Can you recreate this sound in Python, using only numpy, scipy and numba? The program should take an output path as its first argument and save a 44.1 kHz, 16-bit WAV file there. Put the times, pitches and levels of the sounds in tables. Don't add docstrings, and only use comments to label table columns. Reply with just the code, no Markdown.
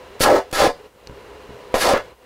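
import sys
import numpy as np
from scipy import signal
from scipy.fft import rfft, irfft
from scipy.io import wavfile
from scipy.ndimage import uniform_filter1d
from numba import njit

SR = 44100
rng = np.random.default_rng(int(sys.argv[2]) if len(sys.argv) > 2 else 0)


def unload_audio(sound):
    columns = np.transpose(np.atleast_2d(sound))
    steps = np.round(np.clip(columns, -1, 1) * 32767)
    wavfile.write(sys.argv[1], SR, steps.astype(np.int16))


def magnitude_from_level(level_db):
    exponent = np.asarray(level_db, float) / 20
    return 10 ** exponent


N = 99225

# [f/Hz, level/dB]
FAN_SPECTRUM = [(15, -34), (28, -15), (62, -12), (190, -16.5), (310, -13.5), (420, -9), (2840, -24),
                (16000, -49.5)]
# [f/Hz, width/Hz, boost/dB]
FAN_RESONANCES = [(60.4, 12, 4), (410, 30, 6.4), (510, 44, 5.1), (1000, 78, 0.59), (1985, 17, 0.6),
                  (2826, 82, 0.78), (4040, 100, 0.7)]
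# [t/s, level/dB]
CAMERA_GAIN = [(0, -2.5), (.2, -2), (.3, -8), (.5, -6), (.86, -5), (.9, -15), (1.0, -10), (1.15, -2.5),
               (1.7, -1.1), (1.85, 5.5), (2.119, -5), (2.16, -16), (2.25, -8)]
# [t/s, level/dB]
BENCH_KNOCKS = [
    (.96, -53),
    (1.072, -49),
    (1.0965, -34),
    (1.0985, -39),
    (1.111, -38),
    (1.492, -37),
    (1.507, -38.5),
    (1.548, -49),
]
# [f/Hz, level/dB, t60/s]
BENCH_TOP_MODES = [(67.4, -9, 0.18), (127, -7, 0.18), (184.5, 1, 0.071), (276, -2.5, 0.044),
                   (520, -2, 0.02), (950, -4.5, .012), (1490, -6.5, 0.013), (2120, -15, .015)]
# [t/s, level/dB]
SLAG_TICKS = [
    (1.0725, -31.5),
    (1.0738, -39),
]
# [f/Hz, level/dB, t60/s]
SLAG_MODES = [(2880, -6, 0.011), (4300, -1.5, 0.022), (4900, 2, 0.0054), (5940, -11, 0.02),
              (8600, -21, 0.0054), (13000, -23, .008)]
# [t/s, level/dB]
CONTACT_SPARKS = [
    (0.196, -31),
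    (0.201, -33),
    (0.2009, -26),
    (0.2028, -25),
    (0.513, -36),
    (.5157, -32),
    (0.518, -42),
    (1.724, -45),
]
# [t/s, pop level/dB, heave level/dB]
ARC_POPS = [
    (.207, -12, -20),
    (.529, -20, -27),
    (0.6743, -13.5, -31),
    (1.742, -7, -23.5),
    (1.9365, -8.5, -30),
]
# [f/Hz, level/dB, t60/s]
POP_MODES = [(512, 0, 0.048), (330, -5, .02), (720, -5, .015), (1000, -9, .012), (2300, -12, .02)]
HEAVE_MODES = [(21.4, 0, 0.2), (60, -2, .06), (150, 3, .035)]
# [t/s, level/dB, hiss share/dB (high while the arc is short), roar pitch f/Hz]
ARC_COURSES = [
    [(.205, -19.5, -4, 885), (.222, -21.5, -1.3, 1000), (.238, -10.5, -3, 1070), (.256, -13.5, -18, 990),
     (.275, -12, -18.5, 704), (.318, -13, -19, 530), (.352, -12, -22, 490), (.374, -17.5, -15.5, 690),
     (.395, -26.5, -11, 620)],
    [(.527, -24.5, -4.5, 1240), (.555, -22, -6, 1300), (.585, -18, -8, 1110), (.6, -13.5, -9, 770),
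     (.62, -12, -11.5, 704), (.645, -11.5, -13, 583), (.678, -17, -11.5, 520)],
    [(1.741, -13, -15.5, 690), (1.755, -20, -6.5, 740), (1.785, -31, -2.5, 900), (1.818, -17.5, -5, 1750),
     (1.85, -16, -7.5, 1000), (1.88, -14.5, -10, 596), (1.937, -15.5, -12.5, 546),
     (1.943, -15.5, -41, 1200), (1.98, -21.5, -12, 1340)],
]
# [f/Hz, level/dB]
ROAR_SPECTRUM = [(20, -15.5), (60, -17), (180, -18), (320, -12.5), (500, -9.5), (1000, -16.5),
                 (2000, -22.5), (4000, -45)]
# [f/Hz, level/dB]
HISS_SPECTRUM = [(600, -29), (1200, -6.5), (2000, -2.5), (3000, -5.5), (4420, -3.5), (8570, -12.5),
                 (10500, -11), (16000, -25)]
# [f/Hz, width/Hz, boost/dB]
BLOCK_RESONANCES = [(282, 24, -8), (370, 21, -9.5), (409, 21, -7), (496, 37, 2.5), (604, 32, -2.5),
                    (790, 17, -2), (1045, 48, -4.5), (1153, 23, -8), (1303, 18, 10), (1665, 24, 6),
                    (1890, 49, -1.5), (2910, 64, -5), (3425, 30, 1), (4500, 33, -1)]

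FAN_DB = -40
SPUTTER_PER_S, SPUTTER_SPREAD_DB, SPUTTER_DB, FLICKER_DB = 450, 3.5, -3.5, 0.53
HOWL_DB, HOWL_WIDTH = 1, 0.63
HISS_EDGE_DB = 1.37
SLAP_S, SLAP_DB = 0.046, -12
EARLY_DB, EARLY_T60_S, LATE_DB, LATE_END_S = -3.5, 0.62, -34.5, 0.187
ROOM_LOW_HZ, DULL_HZ, POP_SEND_DB = 252, 6500, -3
MIC_HISS_DB, RUMBLE_CUT_HZ, TOP_HZ = -64.5, 10.5, 15650


@njit
def svf(x, hz, width):
    y, band, low = np.empty(len(x)), 0., 0.
    for i in range(len(x)):
        g = np.tan(np.pi * hz[i] / SR)
        k = width[i] / hz[i]
        v = (band + g * (x[i] - low)) / (1 + g * (g + k))
        band = 2 * v - band
        low += 2 * g * v
        y[i] = k * v
    return y


def unit(x):
    return x / np.sqrt(np.mean(x ** 2))


def colour(x, spectrum, resonances=()):
    hz = np.fft.rfftfreq(N, 1 / SR) + 1
    points = np.array(spectrum)
    gain = magnitude_from_level(np.interp(np.log(hz), np.log(points[:, 0]), points[:, 1]))
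    hump = 1 + sum(magnitude_from_level(db) / (1 + (2 * (hz - f) / w) ** 2) for f, w, db in resonances)
    return unit(irfft(rfft(x) * gain * hump, N))


def walk(rate):
    k = int(SR / rate)
    levels = np.repeat(rng.standard_normal(N), k)[:N]
    return 1.58 * uniform_filter1d(uniform_filter1d(levels, k), k)


def ring(blows, modes):
    out, t = np.zeros(N), np.arange(N) / SR
    for start, db in blows:
        u = np.maximum(t - start, 0)
        out += magnitude_from_level(db) * sum(magnitude_from_level(g - 60 * u / t60) * np.sin(2 * np.pi * f * u) for f, g, t60 in modes)
    return out


def even(envelope):
    h = envelope * rng.standard_normal(len(envelope))
    for _ in range(12):
        h = irfft(np.exp(1j * np.angle(rfft(h))), len(h))
        h = h * envelope / np.sqrt(uniform_filter1d(h ** 2, size=200) + 1e-18)
    return h / np.sqrt(np.sum(h ** 2))


def fan():
    g = np.array(CAMERA_GAIN)
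    hum = colour(rng.standard_normal(N), FAN_SPECTRUM, FAN_RESONANCES)
    gain_db = np.interp(np.arange(N) / SR, g[:, 0], g[:, 1])
    return hum * magnitude_from_level(FAN_DB + .5 * walk(40.06) + gain_db)


def garage(x):
    t = np.arange(int(.25 * SR)) / SR
    crossings_db = uniform_filter1d(SLAP_DB * np.floor(t / SLAP_S), size=150)
    early = magnitude_from_level(crossings_db - 60 * t / EARLY_T60_S) * (t > .002)
    late = np.clip((LATE_END_S - t) / 0.0099, 0, 1)
    h = magnitude_from_level(EARLY_DB) * even(early) + magnitude_from_level(LATE_DB) * even(late)
    h = signal.sosfilt(signal.butter(2, ROOM_LOW_HZ, "high", fs=SR, output="sos"), h)
    a = np.exp(-2 * np.pi * DULL_HZ / SR)
    return x + signal.lfilter([1 - a], [1, -a], signal.fftconvolve(x, h)[:N])


def knocks():
    return ring(BENCH_KNOCKS, BENCH_TOP_MODES)


def slag_ticks():
    return ring(SLAG_TICKS, SLAG_MODES)


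def sparks():
    t = np.arange(N) / SR
    noise = signal.lfilter([1], [1, -.6], rng.standard_normal(N))
    t60 = 0.0051
    return noise * sum(magnitude_from_level(db - 60 * np.maximum(t - s, 0) / t60) * (t >= s) for s, db in CONTACT_SPARKS)


def pops():
    return ring([(s, pop_db) for s, pop_db, _ in ARC_POPS], POP_MODES)


def heaves():
    return ring([(s, heave_db) for s, _, heave_db in ARC_POPS], HEAVE_MODES)


def arc():
    t = np.arange(N) / SR
    level, share, hz = np.zeros(N), np.full(N, -20.), np.full(N, 500.)
    for rows in map(np.array, ARC_COURSES):
        time = rows[:, 0]
        on = (t >= time[0]) & (t < time[-1])
        level[on] = magnitude_from_level(np.interp(t[on], time, rows[:, 1]))
        share[on] = np.clip(np.interp(t[on], time, rows[:, 2]), -40, -.3)
        hz[on] = np.interp(t[on], time, rows[:, 3])
    hz = hz * 2 ** (0.063 * walk(45))
    level = uniform_filter1d(level, size=110)

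    chance, sign, size = rng.random((3, N))
    spits = (chance < SPUTTER_PER_S / SR) * np.sign(sign - .5)
    spits = spits * magnitude_from_level(-SPUTTER_SPREAD_DB * np.log(size + 0.017))
    gas = rng.standard_normal(N) + magnitude_from_level(SPUTTER_DB) * unit(spits)

    howl = svf(svf(gas, hz, HOWL_WIDTH * hz * hz / 550), hz, 2.8 * hz)
    howl = howl * (550 / hz) ** 1.82
    roar = colour(gas, ROAR_SPECTRUM) + magnitude_from_level(HOWL_DB) * unit(howl)
    roar = colour(roar, [(20, 0), (16000, 0)], BLOCK_RESONANCES)

    hiss = colour(rng.standard_normal(N) + magnitude_from_level(-19.5) * unit(spits), HISS_SPECTRUM, BLOCK_RESONANCES)
    edge = svf(hiss, np.full(N, 11500.), np.full(N, 8000.))
    edge = edge * (magnitude_from_level(HISS_EDGE_DB * (share + 7.5)) - 1)

    roar = np.sqrt(1 - magnitude_from_level(share) ** 2) * roar * magnitude_from_level(FLICKER_DB * walk(90))
    hiss = magnitude_from_level(share + 1.27 * walk(150)) * (hiss + edge)
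    return level * (roar + hiss)


def scene():
    pop, send = pops(), magnitude_from_level(POP_SEND_DB)
    wet = garage(arc() + send * pop + knocks())
    close = (1 - send) * pop + heaves() + sparks() + slag_ticks()
    return (wet + close + fan())[None]


def top_cut(x):
    return signal.sosfilt(signal.butter(12, 16500, fs=SR, output="sos"), x)


def record(dry):
    hiss = signal.lfilter([1], [1, -.3], rng.standard_normal(dry.shape))
    x = dry + magnitude_from_level(MIC_HISS_DB) * hiss
    x = signal.sosfilt(signal.butter(2, RUMBLE_CUT_HZ, "high", fs=SR, output="sos"), x)
    x = np.tanh(1.353 * x) / 1.214
    x = signal.sosfilt(signal.ellip(8, .2, 60, TOP_HZ, fs=SR, output="sos"), x)
    return top_cut(x)


dry = scene()
out = record(dry)
unload_audio(out)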